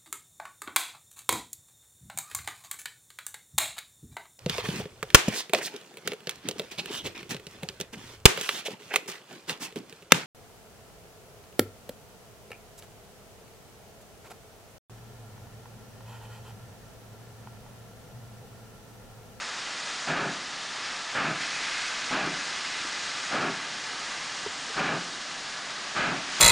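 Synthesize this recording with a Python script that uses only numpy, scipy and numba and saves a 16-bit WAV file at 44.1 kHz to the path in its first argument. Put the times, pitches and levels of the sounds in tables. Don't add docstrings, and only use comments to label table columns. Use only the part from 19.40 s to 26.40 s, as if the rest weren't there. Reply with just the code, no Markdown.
import sys
import numpy as np
from scipy import signal
from scipy.fft import rfft, irfft
from scipy.io import wavfile
from scipy.ndimage import map_coordinates
from numba import njit

SR = 44100
rng = np.random.default_rng(int(sys.argv[2]) if len(sys.argv) > 2 else 0)


def generate_wav(signal):
    frames = np.transpose(np.atleast_2d(signal))
    scaled = np.clip(frames, -1, 1) * 32767
    pcm = np.round(scaled).astype(np.int16)
    wavfile.write(sys.argv[1], SR, pcm)


N = 308700
TIME = np.arange(N) / SR
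FREQ = np.maximum(np.arange(N // 2 + 1) * SR / N, 1)


def undb(db):
    return 10 ** (np.asarray(db) / 20)


def turbulence(gain):
    noise = irfft(rfft(rng.standard_normal(N)) * gain, N)
    return noise / np.sqrt(np.mean(noise ** 2))


def colour(points):
    hz, db = np.transpose(points)
    return undb(np.interp(np.log(FREQ), np.log(hz), db))


def cavity(modes):
    return np.sqrt(sum(undb(db) ** 2 / (1 + ((FREQ / hz - hz / FREQ) * hz / width) ** 2)
                       for hz, width, db in modes))


def wander(rate_hz):
    return turbulence(1 / (1 + (FREQ / rate_hz) ** 4))


def flutter(rate_hz, depth_db):
    return undb(depth_db * wander(rate_hz))


def gusts(x, rate_hz, share):
    speed = 1 + share * wander(rate_hz)
    return map_coordinates(x, [np.cumsum(speed)], mode="mirror")


def cylinder_cocks(sharpens_db=-35.5):
    # t/s, hiss level/dB, roar re hiss/dB, sizzle re hiss/dB
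    surges = [(0, -39.5, 1.9, -7), (.3, -38.5, -1, -8.5), (.48, -37.5, -1, -7), (.75, -39, -0.5, -7),
              (1.12, -40, -0.5, -8.5), (1.33, -39.5, -1, -8.5), (1.45, -37.5, 0.2, -10),
              (1.62, -39, -0.5, -8.5), (1.85, -39.5, 2.5, -7), (2.05, -36, 1.5, -9), (2.38, -35.5, 1.5, -9),
              (2.66, -36.5, -0.5, -8.5), (2.96, -36.5, 0, -8.5), (3.3, -36.5, -0.3, -8.5),
              (3.85, -37, 0.2, -7.5), (4.1, -39, 2.5, -9.5), (4.32, -39, -0.7, -9), (4.7, -38, 0, -8),
              (5.198, -39.5, -0.5, -6), (5.38, -38, -1.5, -8), (5.68, -39.5, -3, -7.5),
              (6.2, -40, 0.6, -8.5), (6.5, -39, -0.5, -9.5), (6.63, -38.5, -5, -5.5),
              (6.85, -39, 0.2, -9.5), (7, -34.5, -0.5, -7)]
    # f/Hz, width/Hz, level/dB
    pipe_modes = [(1693, 100, 2.5), (2760, 100, -5.5), (3690, 100, -8.5), (4890, 82, -1), (6700, 380, -8),
                  (8050, 160, -14)]
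    # f/Hz, relative level/dB
    hiss_spectrum = [(1200, -24.5), (2100, -10), (2550, -1.5), (3200, -0.5), (3650, -0.5), (4750, -1.5),
                     (5200, -2), (5900, -4.5), (7000, -18.5), (10000, -42.5)]
    sizzle_spectrum = [(4000, -16.5), (5700, -6.5), (6300, -0.5), (6900, 0.5), (7600, -4), (8500, -8.5),
                       (9400, -10.5), (10300, -48)]
    soft_spectrum = [(200, -33), (480, -11.5), (760, -7.5), (880, -5.5), (1230, -.5), (1420, -1.5),
                     (1620, -1.3), (1860, -2), (2010, -1.4), (2250, -7), (3500, -31)]
    sharp_spectrum = [(700, -19), (1200, -8.5), (1550, 2.5), (1800, -1), (2000, 3), (2200, 0.5), (2550, 0),
                      (2900, -6.5), (4000, -23)]
    times, *levels_db = np.transpose(surges)
    flow, roar_share, sizzle_share = (undb(np.interp(TIME, times, db)) for db in levels_db)
    hiss = turbulence(colour(hiss_spectrum))
    ring = gusts(turbulence(cavity(pipe_modes)), rate_hz=3, share=0.004) * undb(-10)
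    sizzle = turbulence(colour(sizzle_spectrum)) * sizzle_share * flutter(rate_hz=17, depth_db=0.56)
    sharpness = (flow * roar_share / undb(sharpens_db)) ** 2
    soft_roar = turbulence(colour(soft_spectrum))
    sharp_roar = turbulence(colour(sharp_spectrum))
    roar = (soft_roar + sharpness * sharp_roar) / np.sqrt(1 + sharpness ** 2)
    nozzles = (hiss + ring + sizzle) * flutter(rate_hz=52, depth_db=0.32)
    return flow * (nozzles + roar * roar_share)


def glancing_echoes(x, echo_db, drift_s, count=5):
    out = x
    for late, speed in rng.uniform(0, 1, (count, 2)):
        lag_s = 0.002 + 0.009 * late + drift_s * (2 * speed - 1) * TIME / TIME[-1]
        out = out + undb(echo_db) * np.interp(TIME - lag_s, TIME, x)
    return out / np.sqrt(1 + count * undb(echo_db) ** 2)


def wagons(start_db=-51, approach_db_per_s=0.13):
    # f/Hz, relative level/dB
    rumble_spectrum = [(24, -10), (38, -20), (70, -17), (110, -6), (165, -2), (210, -0.5), (275, 1),
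                       (350, -2), (460, -6), (800, -20.5)]
    rolling_spectrum = [(300, -18.5), (480, -2.5), (680, 6), (860, 3), (1080, -1), (1600, -23.5)]
    rumble = turbulence(colour(rumble_spectrum)) * flutter(rate_hz=9, depth_db=0.7)
    rolling = turbulence(colour(rolling_spectrum)) * undb(0.5)
    return (rumble + rolling) * undb(start_db + approach_db_per_s * TIME)


def stroke(t, rise_s, sag_db, open_s, close_s):
    opening = 1 - np.exp(-np.maximum(t, 0) / rise_s)
    sag = undb(-sag_db * np.clip(t / open_s, 0, 1))
    closing = np.exp(-np.maximum(t - open_s, 0) / close_s)
    return opening * sag * closing


def ground_dip(hz=470, width_hz=55, depth_db=5):
    return undb(-depth_db / (1 + ((FREQ - hz) / width_hz) ** 2))


def exhaust(leak_lead_s=0.045, bark_lag_s=0.006, boom_lag_s=0.003):
    # t/s, level/dB, valve open/s, smokebox bark/dB, its sag/dB,
    # chimney boom/dB, its swell/dB, jet rasp/dB (bark, boom and rasp are offsets to the level)
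    beats = [(0.667, -23.5, 0.24, 1.5, 6, 3.5, -0.5, 0.5), (1.742, -23, 0.2, 3.5, 9, -2, 5.5, 2),
             (2.698, -23.5, 0.2, 0.5, 6.5, 0.5, 3.5, 2.5), (3.908, -23, 0.2, 0.3, 6.5, -2.5, 6, -2),
             (5.355, -22, .22, 0.5, 5.5, -2.5, 6, -0.5), (6.548, -23, 0.22, 3.5, 9.5, -4, 6.5, 3)]
    # f/Hz, width/Hz, level/dB
    blast_pipe = [(282, 250, -5.5), (630, 530, -3.5), (770, 91, -8.5), (1030, 170, -17)]
    smokebox = [(1185, 110, -3.5), (1275, 92, -1.5), (1390, 150, -4.5), (1500, 170, -1.5), (1700, 140, 0)]
    chimney = [(138, 22, -4), (163.4, 30, 4.5), (212, 22, -5.5), (273, 45, 0.5), (391, 34, 0),
               (660, 88, -4.5)]
    # f/Hz, relative level/dB
    rasp_spectrum = [(30, -10.5), (70, -9), (200, -11.5), (1000, -4.5), (1950, 0.5), (2380, 5),
                     (2900, -1.3), (3600, -7), (4400, -7.5), (6500, -22.5), (10000, -45)]
    thud_flow = chuff_flow = bark_flow = boom_flow = rasp_flow = 0
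    for start_s, db, open_s, bark_db, bark_sag_db, boom_db, swell_db, rasp_db in beats:
        t = TIME - start_s
        leak = undb(-17) * stroke(t + leak_lead_s, rise_s=0.033, sag_db=0, open_s=leak_lead_s, close_s=0.03)
        thud_flow += undb(db) * stroke(t, rise_s=0.007, sag_db=-3, open_s=0.035, close_s=0.045)
        chuff_flow += undb(db) * stroke(t, rise_s=0.014, sag_db=1.5, open_s=0.81 * open_s, close_s=0.046)
        bark_flow += undb(db + bark_db) * (leak + stroke(
            t - bark_lag_s, rise_s=0.035, sag_db=bark_sag_db, open_s=0.75 * open_s, close_s=0.057))
        boom_flow += undb(db + boom_db) * stroke(
            t - boom_lag_s, rise_s=0.013, sag_db=-swell_db, open_s=0.85 * open_s, close_s=0.051)
        rasp_flow += undb(db + rasp_db) * stroke(
            t, rise_s=0.031, sag_db=2.5, open_s=0.58 * open_s, close_s=0.078)
    mouth = 1 / np.sqrt(1 + (122 / FREQ) ** 10)
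    lining = 1 / np.sqrt(1 + (FREQ / 1800) ** 30)
    outlet = mouth * lining
    thud = turbulence(cavity([(25, 40, 0)])) * thud_flow
    chuff = turbulence(cavity(blast_pipe) * outlet * ground_dip()) * chuff_flow
    bark = gusts(turbulence(cavity(smokebox) * outlet), rate_hz=8, share=0.007) * bark_flow
    air_column = turbulence(cavity(chimney) * outlet * ground_dip())
    boom = gusts(air_column, rate_hz=5.93, share=0.012) * boom_flow
    rasp = turbulence(colour(rasp_spectrum) * ground_dip()) * rasp_flow
    return thud * undb(-39) + chuff * undb(-8) + bark * undb(-3.5) + rasp * undb(-6.3) + boom * undb(-14)


def embankment(x, t60_s, dull_hz, wet_db):
    scatter = turbulence(1 / np.sqrt(1 + (FREQ / dull_hz) ** 2))
    tail = scatter * undb(-60 * TIME / t60_s) * np.minimum(TIME / 0.017, 1)
    tail /= np.sqrt(np.sum(tail ** 2))
    return undb(wet_db) * signal.fftconvolve(x, tail[:2 * SR])[:N]


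def knocks(contact_s=0.0058):
    # t/s, level/dB, pitch ratio
    pushes = [(3.446, -32, 0.78), (5.061, -21, 0.99), (5.3, -32, 1.07)]
    # f/Hz, t60/s, level/dB
    modes = [(96, 0.22, -24), (200, 0.05, -14), (418, 0.042, 2), (950, 0.022, 1)]
    out = 0
    for start_s, level_db, pitch in pushes:
        t = np.maximum(TIME - start_s, 0)
        ring = sum(undb(db - 60 * t / t60) * np.sin(2 * np.pi * hz * pitch * t) for hz, t60, db in modes)
        out += undb(level_db) * ring * np.minimum(t / contact_s, 1)
    return out


def scene():
    beats = exhaust()
    steam = glancing_echoes(cylinder_cocks(), echo_db=-23, drift_s=0.0005)
    tail = embankment(beats, t60_s=0.98, dull_hz=1200, wet_db=-24.5)
    mono = steam + wagons() + beats + tail + knocks()
    return np.array([mono, mono])


@njit
def follow(x, attack_s, release_s):
    out, level = np.empty(len(x)), 0.
    for i in range(len(x)):
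        level += (x[i] - level) / (SR * (attack_s if x[i] > level else release_s))
        out[i] = level
    return out


def record(dry, limit_db=-19, ceiling_db=-16.5, top_hz=10150):
    peaks = follow(np.abs(dry[0]), attack_s=0.00015, release_s=0.22)
    held = dry / np.maximum(peaks / undb(limit_db), 1)
    rounded = held / (1 + (held / undb(ceiling_db)) ** 6) ** (1 / 6)
    return signal.sosfilt(signal.ellip(10, 0.2, 70, top_hz, fs=SR, output="sos"), rounded)


dry = scene()
out = record(dry)
generate_wav(out)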